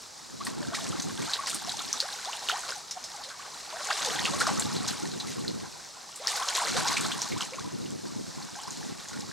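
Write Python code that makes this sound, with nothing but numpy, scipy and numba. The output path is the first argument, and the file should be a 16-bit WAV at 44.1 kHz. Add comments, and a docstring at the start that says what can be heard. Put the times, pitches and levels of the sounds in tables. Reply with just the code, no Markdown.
"""A stony shore, heard from close among the rocks: small waves run up, slosh between stones and drain fizzing.
Slosh, fizz and trickle are crowds of short ringing bubbles, the first two over shaped noise.
Crests slap in short bursts, air pockets glug as gliding sines and drops fall back as ringing ticks.
Water farther along the shore hisses almost steadily, as noise coming without echoes from the rocks.
Gusts of a light breeze rumble on the two microphone ports, as lumpy low noise."""
import sys
import numpy as np
from scipy import signal
from scipy.fft import rfft, irfft, next_fast_len
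from scipy.io import wavfile
from numba import njit

SR = 44100
rng = np.random.default_rng(int(sys.argv[2]) if len(sys.argv) > 2 else 0)


def to_wav(sig):
    """Store sig (one row per channel, or 1-D mono) as 16-bit WAV at the path in sys.argv[1].

    Samples outside -1..1 are clipped; the rate is SR.
    """
    pcm = np.clip(np.atleast_2d(sig), -1, 1) * 32767
    pcm = np.round(pcm).astype(np.int16)
    wavfile.write(sys.argv[1], SR, pcm.T)  # frames by channels


N = 411012   # length in samples

# spectrum shared by fizz and spray, with a peak near 4 kHz and a dip near 2.6 kHz: f/Hz, relative level per
# Hz/dB
FIZZ_COLOUR = [(1800, -1), (2600, -5), (3300, -2.5), (4050, 5.5), (4450, 4), (6500, 2.5), (8000, 0),
               (10000, -9.5), (12500, -17), (16000, -37)]
# stereo width of the shore at the two ports: f/Hz, side against mid/dB
SHORE_SPREAD = [(60, -11), (300, 2.5), (700, 0), (1300, -4), (4400, -15.5), (8000, -8.5)]


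def water_levels(calm_slosh_db=-54.5, calm_fizz_db=-51.5, foam_lag_s=0.0061):
    """Slosh and fizz levels in dB: calm water, waves and slaps add in power; wave fizz lags the water a little."""
    # waves: t/s, run-up/s, wash/s, drain rate/(dB/s), slosh level/dB, fizz level/dB
    waves = [(0.4, 0.02, 0.33, 35, -48.5, -50), (0.73, 0.004, 0.14, 12.5, -44.5, -40),
             (1.15, 0.044, 1.47, 57, -44.5, -39.5), (2.92, 0.21, 1, 9, -48.5, -48.5),
             (3.66, 0.22, 0.62, 11.5, -39.5, -36.5), (6.16, 0.18, 0.58, 19, -37, -34.5),
             (8.3, 0.13, 0.68, 13, -50, -46.5)]
    # crests slapping on a stone and collapsing: t/s, slosh level/dB, fizz level/dB
    slaps = [(0.462, -41, -40.5), (0.745, -44.5, -31.5), (1.469, -40, -31), (2.485, -32, -32),
             (2.685, -37, -37), (3.902, -34, -35), (3.968, -50, -32.5), (4.047, -49, -28),
             (4.097, -37, -39), (4.401, -33.5, -28), (4.467, -40, -30.5), (4.877, -45, -28.5),
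             (5.269, -60, -38), (6.277, -41.5, -26.5), (6.548, -35, -25.5), (6.766, -30, -27.5),
             (6.868, -38, -28), (6.909, -38, -32.5), (7.405, -44, -33.5)]
    body_power = from_db(calm_slosh_db) ** 2
    foam_power = from_db(calm_fizz_db) ** 2
    for s, run_up, wash, drain, slosh_db, fizz_db in waves:
        water = swell(s, run_up, wash, drain)
        foam = swell(s + foam_lag_s, run_up, wash, drain)
        body_power = body_power + (from_db(slosh_db) * water) ** 2
        foam_power = foam_power + (from_db(fizz_db) * foam) ** 2
    for s, slosh_db, fizz_db in slaps:
        burst = swell(s, attack_s=0.001, hold_s=0.011, fall_db_per_s=271)
        body_power = body_power + (from_db(slosh_db) * burst) ** 2
        foam_power = foam_power + (from_db(fizz_db) * burst) ** 2
    return 10 * np.log10(body_power), 10 * np.log10(foam_power)


def slosh(level_db, spill, gurgle_top_hz=1650):
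    """Large, low bubbles over a soft churn; the harder the water runs, the more the bubbles take over."""
    # colour of the wave body: f/Hz, relative level per Hz/dB
    body_colour = [(230, -34), (380, -8.5), (520, -3.5), (750, 4), (1050, 4.5), (1550, 0.5), (2200, 1),
                   (2600, -1), (3400, -6)]
    low_colour = [(hz, db) for hz, db in body_colour if hz < gurgle_top_hz]
    crowd = from_db(0.25 * (level_db - level_db.mean()))
    gurgle = bubbles(low_colour, 680 * crowd * spill, cycles=42, rise=0.5, size_spread_db=3.9)
    gurgle = gurgle * np.sqrt(crowd)
    churn = spill * stereo_noise(body_colour, SHORE_SPREAD)
    surge_db = 1.2 * drift(17)
    return from_db(level_db + surge_db) * (from_db(-1.5) * gurgle + from_db(-5.0) * churn)


def fizz(level_db, spill):
    """Tiny bubbles burst in dense, merging clusters as water drains through the stones."""
    crackle = bubbles(FIZZ_COLOUR, 2000 * spill ** 2, cycles=18, rise=0.02, size_spread_db=4.5)
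    foam = stereo_noise(FIZZ_COLOUR, SHORE_SPREAD)
    surge_db = 1.2 * drift(12.6)
    return from_db(level_db + surge_db) * (from_db(-3.0) * crackle + from_db(-3.5) * foam)


def trickle(level_db, spill):
    """Running water spits off the stones in flurries of very short plips."""
    # colour of the spitting: f/Hz, relative level per Hz/dB
    spit_colour = [(1100, -7.5), (1550, 7.5), (2100, 3.5), (2600, -6.5), (3300, 5.5), (5000, -1)]
    running = from_db(level_db - level_db.max())
    plips = bubbles(spit_colour, 650 * np.sqrt(running) * spill, cycles=15, rise=0, size_spread_db=4.4)
    return from_db(level_db - 5.5) * plips


def drops(cycles=10, spatter_cycles=5, spatter_t60=0.11, spray_db=-3, impact_db=-8,
          linger_db=-5, linger_cycles=60, linger_t60=0.16):
    """A drop ticks and rings; a spatter of like droplets and fine spray follows, and their pitch lingers."""
    # drops on water and stone: t/s, relative ring peak/dB, ring f/Hz, spatter against ring peak/dB
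    falls = [(0.451, -20.5, 8400, -19), (0.468, -28, 1930, -15), (0.749, -24, 2120, -22),
             (1.021, -21.5, 6340, -15), (1.3352, -14.5, 3900, -15.5), (1.4712, -19, 4900, -22),
             (1.4965, -20, 8400, -12), (1.546, -14.5, 8740, -19), (1.694, -18.5, 3870, -16.5),
             (1.792, -22.5, 3550, -16), (1.929, -9.5, 5940, -22.5), (1.976, -26, 3900, -26),
             (2.003, -9.5, 4470, -20), (2.331, -22.5, 2850, -14), (2.4873, -15.5, 3020, -18),
             (2.4974, -15, 1337, -29), (2.516, -17.5, 3150, -36), (2.722, -26, 1430, -15),
             (2.910, -22.5, 5500, -10), (3.04, -23.5, 5260, -11.5), (3.237, -27, 4030, -11.5),
             (3.303, -39.5, 1280, -3), (3.903, -27, 2740, -10.5), (4.189, -22.5, 1860, -18),
             (4.194, -16.5, 3640, -29), (4.254, -13, 2700, -15.5), (4.417, -19.5, 1400, -21),
             (4.468, -15, 1200, -15), (4.5965, -14, 7500, -14.5), (4.761, -28, 4080, -8),
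             (5.2, -21.5, 3970, -12.5), (5.480, -17.5, 4200, -20), (6.158, -29.5, 8000, -9.5),
             (6.272, -7.5, 5120, -26), (6.9683, -21.5, 2380, -6), (7.009, -18.5, 7800, -16),
             (7.1169, -21, 3280, -10.5), (7.218, -14, 5740, -16.5), (7.321, -27.5, 2190, -10.5),
             (7.408, -21, 3070, -20), (7.4237, -21, 3060, -26), (7.535, -28.5, 2280, -14),
             (7.859, -33.5, 2830, -17), (8.678, -31, 1020, -11), (8.7065, -21.5, 6740, -21),
             (9.086, -30, 6500, -12), (9.131, -34.5, 1460, -6)]
    out = np.zeros(N)
    t = np.arange(SR // 6) / SR
    tick = 1. * (t == 0)
    sprays = stereo_noise(FIZZ_COLOUR, SHORE_SPREAD)[0]
    for s, peak_db, hz, spatter_db in falls:
        # two resonances in a row soften the start
        plip = ring(ring(tick, hz, cycles), hz, cycles)
        plip = plip / np.abs(plip).max()
        droplets = rng.standard_normal(len(t)) * rng.exponential(1, len(t))
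        spray = sprays[round(s * SR):][:len(t)]
        spatter = rms_one(ring(ring(droplets, hz, spatter_cycles), hz, spatter_cycles))
        spatter = from_db(-60 * t / spatter_t60) * (spatter + from_db(spray_db) * spray)
        linger = rms_one(ring(droplets[::-1], hz, linger_cycles))
        linger = from_db(linger_db - 60 * t / linger_t60) * linger
        tail = from_db(spatter_db) * (spatter + linger)
        add(out, s, from_db(peak_db) * (from_db(impact_db) * tick + plip + tail))
    return out


def glugs(fade_db=6.0, flutter=0.4, wobble=0.023, companion_db=-14, companion_spread=0.448,
          overtone=1.85, overtone_db=-14, count=3):
    """Trapped air rings, climbing near the surface or sinking when dragged down; smaller pockets split off."""
    # air pockets closing between stones: t/s, relative level/dB, start f/Hz,
    # f before wobble one length later/Hz, length/s
    pockets = [(0.404, -35, 1104, 1300, 0.02), (0.611, -43, 615, 540, 0.038), (0.72, -35, 665, 715, 0.018),
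               (0.793, -41.5, 713, 530, 0.067), (1.386, -25.5, 1070, 1190, 0.016),
               (1.434, -32, 1140, 1070, 0.012), (1.528, -43, 292, 350, 0.042),
               (1.664, -37.5, 674, 766, 0.035), (2.024, -35, 513, 935, 0.042),
               (2.258, -35.5, 624, 1410, 0.054), (2.516, -31.5, 655, 1470, 0.064),
               (2.753, -41, 860, 695, 0.03), (2.951, -36, 750, 710, 0.031), (3.027, -42.5, 666, 640, 0.023),
               (3.116, -44, 960, 737, 0.05), (3.171, -43.5, 651, 1000, 0.054),
               (3.257, -47.5, 480, 737, 0.049), (3.723, -37.5, 605, 775, 0.053),
               (3.793, -41, 574, 716, 0.043), (3.9, -21.5, 920, 1690, 0.014),
               (4.046, -35.5, 560, 438, 0.053), (4.313, -37, 562, 605, 0.058),
               (4.473, -27, 652, 1036, 0.029), (4.85, -41, 553, 1710, 0.044),
               (6.195, -41.5, 475, 915, 0.038), (6.41, -32.5, 1004, 1160, 0.024),
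               (6.738, -33, 444, 576, 0.034), (6.849, -28, 830, 1110, 0.02), (6.91, -27, 904, 1235, 0.021),
               (7.36, -35.5, 946, 1430, 0.027), (7.518, -37, 487, 626, 0.039),
               (7.579, -30.5, 990, 1090, 0.011), (7.643, -39, 960, 1090, 0.019),
               (8.55, -43.5, 722, 925, 0.046)]
    out = np.zeros(N)
    shake = 1 + flutter * drift(74)       # level flutter
    squeeze = 1 + wobble * drift(153)     # pitch wobble
    rattle = from_db(overtone_db) * drift(120)
    for s, level_db, first_hz, last_hz, length in pockets:
        for k, (late, small) in enumerate(rng.random((count, 2))):
            split = k > 0
            # a smaller pocket rings higher and is gone sooner
            shrink = 1 + split * companion_spread * small
            start = s + split * late * length
            age = np.arange(SR // 10) / SR / length * shrink   # in pocket lengths
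            now = round(start * SR) + np.arange(len(age))
            glide = (last_hz / first_hz) ** np.minimum(age, 1.2) ** 1.66
            phase = 2 * np.pi * np.cumsum(shrink * first_hz * glide * squeeze[now]) / SR
            fade = from_db(level_db + split * companion_db - fade_db * age)
            envelope = (1 - np.exp(-age / 0.26)) * fade / (1 + age ** 10)
            add(out, start, envelope * (np.sin(phase) + rattle[now] * np.sin(overtone * phase)))
    return from_db(4.0) * out * shake


def among_rocks(x, t60=0.12, mid_db=-14, side_db=-18.5):
    """Nearby boulders scatter the sound in a short spray of echoes, different at each port."""
    t = np.arange(SR // 8) / SR
    echoes = rng.standard_normal((2, len(t))) * from_db(-60 * t / t60)
    echoes /= np.linalg.norm(echoes, axis=1, keepdims=True)
    mid, side = signal.oaconvolve(x.mean(axis=0, keepdims=True), echoes)[:, :N]
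    return x + from_db(mid_db) * mid + from_db(side_db) * side * [[1], [-1]]


def far_shore():
    """Water farther along the shore blends into a hiss whose level drifts only slightly."""
    # colour of the distant water: f/Hz, relative level per Hz/dB
    distant_colour = [(25, -11), (60, -4.5), (150, 2), (650, 3.5), (1000, 3.5), (1700, -3.5), (2900, -9),
                      (4050, 1.5), (5500, 3.5), (7500, -0.5), (10000, -11), (16000, -25)]
    level_db = -48 + 1.0 * drift(3.4)
    return from_db(level_db) * stereo_noise(distant_colour, SHORE_SPREAD)


def breeze(lumps_db=3.5, build_share=0.37, drop_db_per_s=96):
    """Eddies buffet the ports in lumps under each gust, which builds for a share of its length, then blows."""
    # gusts: t/s, length before dropping away/s, rumble level before the lumps/dB
    gusts = [(0.216, 0.99, -37), (1.37, 0.51, -46.5), (3.972, 0.89, -34), (4.717, 0.86, -36.5),
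             (6.577, 0.6, -36.5), (7.29, 0.07, -37), (7.41, 0.8, -38), (8.332, 0.14, -41.5),
             (8.59, 0.33, -42), (9.07, 0.19, -38.5)]
    # colour of the rumble: f/Hz, relative level per Hz/dB
    rumble_colour = [(45, -51), (70, -25), (100, -7.5), (150, -2.5), (220, 1), (330, -2.5), (480, -8.5),
                     (700, -21), (1400, -39)]
    # close ports hear turbulence mostly in opposite phase: f/Hz, side against mid/dB
    rumble_spread = [(60, 4), (120, 5.5), (250, 15), (500, 15.5)]
    power = np.zeros(N)
    for s, length, db in gusts:
        gust = swell(s, build_share * length, (1 - build_share) * length, drop_db_per_s)
        power += (from_db(db) * gust) ** 2
    lumps = from_db(lumps_db * drift(24))
    return np.sqrt(power) * lumps * stereo_noise(rumble_colour, rumble_spread)


def swell(start, attack_s, hold_s, fall_db_per_s):
    """A gain that rises evenly to 1, holds and dies away."""
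    out = np.zeros(N)
    age = np.arange(0, attack_s + hold_s + 60 / fall_db_per_s, 1 / SR)
    fall_db = -fall_db_per_s * np.maximum(age - attack_s - hold_s, 0)
    add(out, start, np.minimum(age / attack_s, 1) * from_db(fall_db))
    return out


def spills(strength, per_s=50, drain_s=0.012):
    """Water tips over stone after stone: each spill starts at once and drains away; a gain with rms 1."""
    kicks = (rng.random(N) < per_s / SR) * rng.random(N) ** 2
    draining = signal.lfilter([1], [1, -np.exp(-1 / (drain_s * SR))], kicks)
    return rms_one(1 + 2 * strength * draining)


def bubbles(spectrum, per_s, cycles, rise, size_spread_db, largest_share=0.02):
    """Bubbles of any pitch are born at random and ring, gliding up by rise on average; most are small; rms 1."""
    born = np.flatnonzero(rng.random(N) < per_s / SR)
    pitch, size, life, climb = rng.random((N, 4))[born].T
    low_hz, high_hz = spectrum[0][0], spectrum[-1][0]
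    hz = low_hz * (high_hz / low_hz) ** pitch
    # the smallest draws make the tallest bubbles; a few share the full size
    size_gain = from_db(-size_spread_db * np.log(np.maximum(size, largest_share)))
    # high bubbles die sooner, so they need more height for the same power per Hz
    height = hz * at_hz(spectrum, hz) * size_gain
    return rms_one(chirps(born, hz, height, cycles * (.5 + life), 2 * rise * climb))


@njit
def chirps(starts, hz, heights, cycles, rise):
    """Sum of softly starting sines that die by 60 dB in so many cycles, each gliding up by its share rise."""
    out = np.zeros(N)
    for k in range(len(starts)):
        size = cycles[k] * SR / hz[k]   # life in samples
        step = hz[k] / SR               # cycles per sample
        fade = np.exp(-np.log(1000) / size)
        opening = np.exp(-step)
        height, closed, phase = heights[k], 1., 0.
        for i in range(min(int(size), N - starts[k])):
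            phase += 2 * np.pi * step * (1 + rise[k] * i / size)
            height *= fade
            closed *= opening
            out[starts[k] + i] += height * (1 - closed) * np.sin(phase)
    return out


def stereo_noise(spectrum, width):
    """Smooth noise of a given colour and width, fading beyond the ends of its spectrum; rms 1."""
    size = next_fast_len(N)
    hz = np.arange(size // 2 + 1) * SR / size
    skirts = np.minimum(hz / spectrum[0][0], 1) ** 2 / np.maximum(hz / spectrum[-1][0], 1) ** 2
    mid, side = rfft(rng.standard_normal((2, size))) * at_hz(spectrum, hz) * skirts
    spread = at_hz(width, hz)
    ports = (mid + spread * side * [[1], [-1]]) / np.hypot(1, spread)
    return rms_one(irfft(ports, size)[:, :N])


def ring(push, hz, cycles):
    """A band-pass resonance that dies by 60 dB in so many cycles."""
    r = from_db(-60 * hz / (cycles * SR))
    w = 2 * np.pi * hz / SR
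    return signal.lfilter([1, 0, -1], [1, -2 * r * np.cos(w), r * r], push + 1e-18)


def drift(rate_hz):
    """Slow random wandering with spread 1: noise through two equal low-pass poles at rate_hz."""
    step = 40   # samples between computed points
    r = np.exp(-2 * np.pi * rate_hz * step / SR)
    noise = rng.standard_normal(N // step + 2002)
    slow = signal.lfilter([1], [1, -2 * r, r * r], noise)[2000:]   # settled part only
    return np.interp(np.arange(N) / step, np.arange(len(slow)), rms_one(slow))


def from_db(db):
    """Decibels to gain."""
    return 10 ** (np.asarray(db) / 20)


def rms_one(x):
    """Scale to unit power."""
    return x / np.sqrt(np.mean(x ** 2) + 1e-20)


def at_hz(points, hz):
    """Gain of a dB table, read on a log-frequency axis."""
    known_hz, db = np.transpose(points)
    return from_db(np.interp(np.log(hz + 1), np.log(known_hz), db))


def add(out, s, sound):
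    """Mix a short sound in at time s."""
    start = max(round(s * SR), 0)
    out[..., start:start + sound.shape[-1]] += sound[..., :N - start]


def scene():
    """Near water among the rocks, the far shore and the breeze."""
    slosh_db, fizz_db = water_levels()
    spill = spills(strength=0.52)   # trickle and fizz share their spills
    water = slosh(slosh_db, spills(strength=0.55))
    water = water + trickle(slosh_db, spill) + fizz(fizz_db, spill)
    water = water + drops() + glugs()
    return from_db(-1) * among_rocks(water) + far_shore() + breeze()


def record(dry, cutoff_hz=15900):
    """A steep low-pass filter cuts the top of the treble."""
    low_pass = signal.ellip(10, .1, 70, cutoff_hz, fs=SR, output="sos")   # ripple and stop band in dB
    return signal.sosfilt(low_pass, dry)


dry = scene()
out = record(dry)
to_wav(out)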